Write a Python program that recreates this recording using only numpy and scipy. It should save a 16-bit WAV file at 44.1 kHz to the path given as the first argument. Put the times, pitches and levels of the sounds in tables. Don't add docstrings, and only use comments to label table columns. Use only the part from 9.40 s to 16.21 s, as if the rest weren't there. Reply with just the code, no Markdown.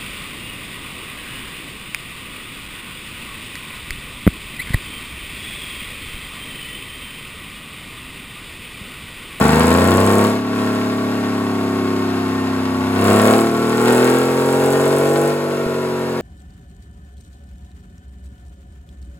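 import sys
import numpy as np
from scipy import signal
from scipy.fft import rfft, irfft, next_fast_len
from scipy.io import wavfile
from scipy.ndimage import uniform_filter1d, map_coordinates

SR = 44100
rng = np.random.default_rng(int(sys.argv[2]) if len(sys.argv) > 2 else 0)


def to_wav(s):
    ch = np.atleast_2d(s).T
    pcm = np.round(np.clip(ch, -1, 1) * 32767)
    wavfile.write(sys.argv[1], SR, pcm.astype(np.int16))


N = 300321
TIME = np.arange(N) / SR

# crank angle/turns, knock/dB per unit of (4.5 + load), injector tick/dB
CYLINDERS = [(.0, -3.5, 4.5), (.325, -2, -1), (0.652, -6, -2)]


def from_db(db):
    return 10 ** (np.asarray(db) / 20)


def rms_one(x):
    return x / np.sqrt(np.mean(x ** 2) + 1e-20)


def in_time(rows):
    time_s, *columns = np.transpose(rows)
    return [np.interp(TIME, time_s, column) for column in columns]


def at_hz(points, hz):
    point_hz, value = np.array(points).T
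    return np.interp(np.log(hz + 1), np.log(point_hz), value)


def evened(x, span_samples=5000):
    power = np.mean(np.atleast_2d(x) ** 2, axis=0)
    smooth = uniform_filter1d(uniform_filter1d(power, span_samples), span_samples // 2)
    return x / np.sqrt(smooth + 1e-20)


def cut(x, hz, kind, order=4):
    return signal.sosfilt(signal.butter(order, hz, kind, fs=SR, output="sos"), x)


def body(x, spectrum, modes=(), size=8192):
    hz = np.arange(size // 2 + 1) * SR / size
    db = at_hz(spectrum, hz)
    for mode_hz, width_hz, mode_db in modes:
        db = db + mode_db / (1 + (2 * (hz - mode_hz) / width_hz) ** 2)
    cepstrum = irfft(np.log(from_db(db)))
    cepstrum[1:size // 2] *= 2
    cepstrum[size // 2 + 1:] = 0
    response = irfft(np.exp(rfft(cepstrum)))
    return signal.oaconvolve(np.atleast_2d(x), response[None], axes=1)[:, :N]


def stereo_noise(size):
    # f/Hz, correlation/0-1
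    likeness = [(300, 1), (700, 0.65), (1400, 0.44), (3000, 0.73), (6000, 0.69)]
    mid, side = rfft(rng.standard_normal((2, size)))
    alike = np.clip(at_hz(likeness, np.arange(len(mid)) * SR / size), 0, 1)
    return irfft(np.sqrt(1 + alike) * mid + np.sqrt(1 - alike) * side * [[1], [-1]], size)


def late(x, ms):
    size = next_fast_len(N + 100)
    hz = np.arange(size // 2 + 1) * SR / size
    return irfft(rfft(x, size) * np.exp(-2j * np.pi * hz * ms / 1000), size)[:N]


def drift(knots_per_s, size=2000):
    knots = rng.standard_normal(400)
    coarse_s = np.linspace(0, TIME[-1], size)
    wander = map_coordinates(knots, [coarse_s * knots_per_s], order=3, mode="wrap")
    return np.interp(TIME, coarse_s, wander)


def firings(crank, angle_turns, spread_db, jitter_ms):
    turns = np.arange(int(crank[-1])) + angle_turns % 1
    chance = rng.standard_normal((len(turns), 2))
    at_s = np.interp(turns, crank, TIME) + chance[:, 0] * jitter_ms / 1000
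    clicks = np.zeros(N)
    clicks[np.clip((at_s * SR).astype(int), 0, N - 1)] = from_db(spread_db * chance[:, 1])
    return clicks


def dying(clicks, t60_s):
    return signal.lfilter([1], [1, -from_db(-60 / (t60_s * SR))], clicks + 1e-18)


def loudness(voice, fuel, speed, cruise_turns_per_s=35):
    coasting_db, load_db, slow_db, fast_db = voice
    octaves = np.log2(speed / cruise_turns_per_s)
    return coasting_db + load_db * fuel + np.where(octaves < 0, slow_db, fast_db) * octaves


def exhaust(crank, load, speed, drone_db, bark_db, angle_turns=0.2406, slow_phase_rad=1.0, fast_phase_rad=2.48,
            coast_rough_db=-24, pull_rough_db=-18):
    # order/per turn, coasting/dB, pulling/dB
    exhaust_orders = [(1, -2, -32), (2, -1, 0), (3, 11.5, 19.5), (4, 2.5, 0), (5, 7, 6), (6, 5.5, 15),
                      (7, 7.5, 10.5), (8, 13.5, 5.5), (9, 7, 9.5), (10, 1.5, 4), (11, 6.5, 3), (12, -1, -1),
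                      (13, -11.5, -4), (14, -10.5, -1), (15, -12.5, -7), (16, -31, 0), (17, -20, -3),
                      (18, -4.5, -1.5), (19, -52, 6), (20, -36, -3)]
    # f/Hz, level/dB
    pipe = [(25, -64), (60, -20), (95, -1.5), (140, -7), (200, -5), (280, 4.5), (400, -2.5), (500, -7),
            (650, 0.5), (850, -14.5), (1100, -21.5)]
    # f/Hz, width/Hz, level/dB
    pipe_modes = [(113, 13, -7), (153.5, 12.6, 7.5), (205, 37, 8), (250, 37, 6), (312.6, 62, -21),
                  (336.2, 18.2, 11.5), (373, 3.1, 7), (388.8, 4.3, -6.5), (467.7, 117, 11.5),
                  (516, 60, 1.5), (552, 4.6, -60), (596, 19, -20), (585, 57, 6.5), (855, 11, -15)]
    angle_rad = 2 * np.pi * (crank - angle_turns)
    shift_rad = np.interp(speed, [26, 34], [slow_phase_rad, fast_phase_rad])
    pulses = 0
    for order, coast_db, pull_db in exhaust_orders:
        in_between = bool(order % len(CYLINDERS))
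        level = from_db(coast_db + (pull_db - coast_db) * load)
        pulses = pulses + level * np.cos(order * angle_rad + shift_rad * in_between)
    pulses = rms_one(pulses)
    turbulence = rms_one(cut(rng.standard_normal(N), 670, "low") * (1 + np.abs(pulses)))
    rough = from_db(coast_rough_db + (pull_rough_db - coast_rough_db) * load)
    gas = body(pulses + rough * turbulence, pipe, pipe_modes)[0]
    drone = from_db(drone_db) * evened(cut(gas, 334.0, "low", order=8))
    bark = from_db(bark_db) * evened(cut(gas, 335.3, "high", order=8))
    left = drone * from_db(1.5) + bark * from_db(-2.2)
    right = late(drone * from_db(0.5) + bark * from_db(-2.06), ms=0.14)
    return np.array([left, right])


def boom(load, speed, order=11, mode_hz=374, width_hz=5.2, peak_db=4.5):
    detuning = 2 * (order * speed - mode_hz) / width_hz
    return peak_db * (1 - load) / (1 + detuning ** 2)


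def block(crank, load, knock_db, ring_t60_s=0.19, crack_t60_s=0.0081, crack_db=8, ring_db=-4, rattle_t60_s=0.27,
          rattle_db=-5, pull_db=9, air_db=-6, gear_pull_db=6, size=4000):
    # f/Hz, level/dB
    casting = [(300, -24.5), (560, -17.5), (660, -1.5), (950, -6.5), (1450, -2), (2000, -11), (2700, -12.5),
               (3100, -13.5), (3900, -13.5), (5000, -15), (6200, -23), (8000, -47), (16000, -41)]
    # f/Hz, width/Hz, level/dB
    casting_modes = [(635, 120, 4), (749, 11.3, -27), (827, 200, 3), (927, 33, 4), (1103.5, 86, 9.5),
                     (1232, 54, -9.5), (1370, 20, 5.5), (1580, 22, -3), (1785.6, 44, -20.5), (1825, 66, 13),
                     (2173, 50, 8), (2330, 33, 5.5), (2567, 44, 8.5), (2720, 40, 9.5), (3595, 100, 3),
                     (4150, 21, 5.5)]
    age_s = np.arange(size) / SR
    decay = from_db(-60 * age_s / ring_t60_s) + from_db(crack_db - 60 * age_s / crack_t60_s)
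    ringing, shake = 0, 0
    for angle_turns, db_per_unit, _ in CYLINDERS:
        blows = firings(crank, angle_turns - .04, spread_db=3.5, jitter_ms=0.014)
        blows = blows * from_db(db_per_unit * (4.5 + load))
        ringing = ringing + signal.oaconvolve(blows[None], stereo_noise(size) * decay, axes=1)[:, :N]
        shake = shake + dying(blows, rattle_t60_s)
    noise = stereo_noise(2 * next_fast_len(N // 2 + 1))[:, :N]
    loose = noise * (from_db(rattle_db) * evened(shake) + from_db(air_db))
    knocks = from_db(ring_db + pull_db * load) * evened(ringing)
    gears = from_db(gear_pull_db * load) * gear_train(crank)
    left, right = from_db(knock_db - 0.34) * evened(body(knocks + gears + loose, casting, casting_modes))
    return np.array([left * from_db(2.0), late(right, ms=0.083) * from_db(0.15)])


def gear_train(crank, whirr_db=-7, whine_db=-10.5, waver_db=4.5, size=1200):
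    # order/per turn, level/dB
    whine_orders = [(17, 5), (18, 1.5), (19, -2.5), (20, -2.5), (21, -0.5), (24, -8), (26, -2.5), (27, -4),
                    (29, 0), (30, -5.5), (31, -7.5), (32, -0.5), (34, -5), (35, -5.5), (38, -2), (41, -7)]
    meshing_rad = 0.74 * drift(2.552)
    whirr = 0
    for blend in np.cos(meshing_rad), np.sin(meshing_rad):
        pattern = stereo_noise(size)
        turned = [np.interp(crank % 1 * size, np.arange(size), side) for side in pattern]
        whirr = whirr + blend * np.array(turned)
    whine = 0
    for order, db in whine_orders:
        level = from_db(db + waver_db * drift(5))
        whine = whine + level * np.cos(2 * np.pi * (order * crank + rng.random()))
    whirr = rms_one(cut(whirr, 2000, "low", order=2))
    return from_db(whirr_db) * whirr + from_db(whine_db) * rms_one(whine)


def injectors(crank, load, injector_db, tick_t60_s=0.0091, coast_tick_db=-7, pull_tick_db=10.5, diffuse_db=-17):
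    # f/Hz, level/dB
    tick_spectrum = [(2000, -27), (4000, -25), (6500, -7), (7500, 1), (8400, 6), (9500, -2), (11000, -2.5),
                     (13000, -9.5), (16000, -9)]
    # f/Hz, level/dB
    hiss_spectrum = [(3000, -19), (5500, 3.5), (7600, 9), (11000, 7.5), (13000, 3), (16000, -7)]
    snaps = 0
    for angle_turns, _, tick_db in CYLINDERS:
        snaps = snaps + firings(crank, angle_turns, spread_db=2.5, jitter_ms=0.13) * from_db(tick_db)
    envelope = dying(snaps, tick_t60_s) + 0.22 * dying(snaps, t60_s=0.044) + 0.11
    tick_noise, hiss_noise = rng.standard_normal((2, 3, N))
    ticks = evened(body(tick_noise * envelope, tick_spectrum))
    hiss = rms_one(body(hiss_noise, hiss_spectrum))
    share = from_db(coast_tick_db + (pull_tick_db - coast_tick_db) * load)
    mix = (share * ticks + hiss) / np.sqrt(1 + share ** 2)
    direct, *scattered = from_db(injector_db + 3.5) * mix
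    return np.array([-late(direct, ms=0.2199), direct]) + from_db(diffuse_db) * np.array(scattered)


def blower(crank, blower_db, waver_db=2, gear_ratio=1.95):
    # order/per rotor turn, level/dB
    rotor_orders = [(5, 4), (6, 0.5), (7, 2.5), (9, -15), (10, -12), (12, -13), (14, -7)]
    hum = 0
    for order, db in rotor_orders:
        level = from_db(db + waver_db * drift(3.82))
        hum = hum + level * np.cos(2 * np.pi * (order * gear_ratio * crank + rng.random()))
    hum = from_db(blower_db) * rms_one(hum)
    return np.array([hum, late(hum, ms=0.086)])


def bumps(width_s=0.00055):
    # t/s, peak/dB
    bump_rows = [(6.265, -10)]
    return sum(from_db(db) * np.exp(-((TIME - at_s) / width_s) ** 2) for at_s, db in bump_rows)


def scene():
    # t/s, speed/turns per s
    speed_curve = [(0.0, 24.24), (0.72, 33.71), (0.9, 35.51), (1.2, 35.35), (1.52, 35.55), (1.78, 35.29),
                   (2.23, 34.28), (2.61, 33.85), (3.42, 32.38), (3.65, 33.31), (3.99, 37.55), (4.38, 39.25),
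                   (4.79, 43.31), (5.16, 44.71), (5.67, 47.66), (5.89, 48.87), (6.05, 48.18), (6.81, 44.73)]
    # t/s, load/1 (0 coasting, 1 full fuel, below 0 shut off)
    fuel_curve = [(0, 0.75), (.84, 0.84), (1.03, -0.15), (1.22, 0.27), (1.56, 0.082), (3.3, 0.007),
                  (3.52, 0.17), (3.69, 0.9), (3.93, 1), (4.11, 0.37), (4.37, .52), (4.49, 0.92),
                  (4.7, 0.84), (4.89, 0.5), (5.27, .68), (5.87, .6), (5.97, 0.18), (6.81, .03)]
    # coasting at cruise speed/dB, added by full load/dB, below cruise/dB per octave, above/dB per octave
    drone_voice = (-23, 6.5, -5, -11)
    bark_voice = (-27, 14.5, 2, 5.5)
    knock_voice = (-28.5, 10.5, -6.5, -4)
    injector_voice = (-47.5, 17.5, -4, 1.5)
    blower_voice = (-40.5, 7, 8, 24.5)
    speed, = in_time(speed_curve)
    fuel, = in_time(fuel_curve)
    load = np.clip(fuel, 0, 1)
    crank = np.cumsum(speed) / SR
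    drone_db = loudness(drone_voice, fuel, speed)
    bark_db = loudness(bark_voice, fuel, speed) + boom(load, speed)
    engine = exhaust(crank, load, speed, drone_db, bark_db)
    engine = engine + block(crank, load, loudness(knock_voice, fuel, speed))
    engine = engine + injectors(crank, load, loudness(injector_voice, fuel, speed))
    engine = engine + blower(crank, loudness(blower_voice, fuel, speed))
    return engine + bumps()


def record(dry, ceiling=.88, cutoff_hz=15900):
    held = np.clip(dry, -ceiling, ceiling)
    return signal.sosfilt(signal.ellip(10, .2, 80, cutoff_hz, fs=SR, output="sos"), held)


dry = scene()
out = record(dry)
to_wav(out)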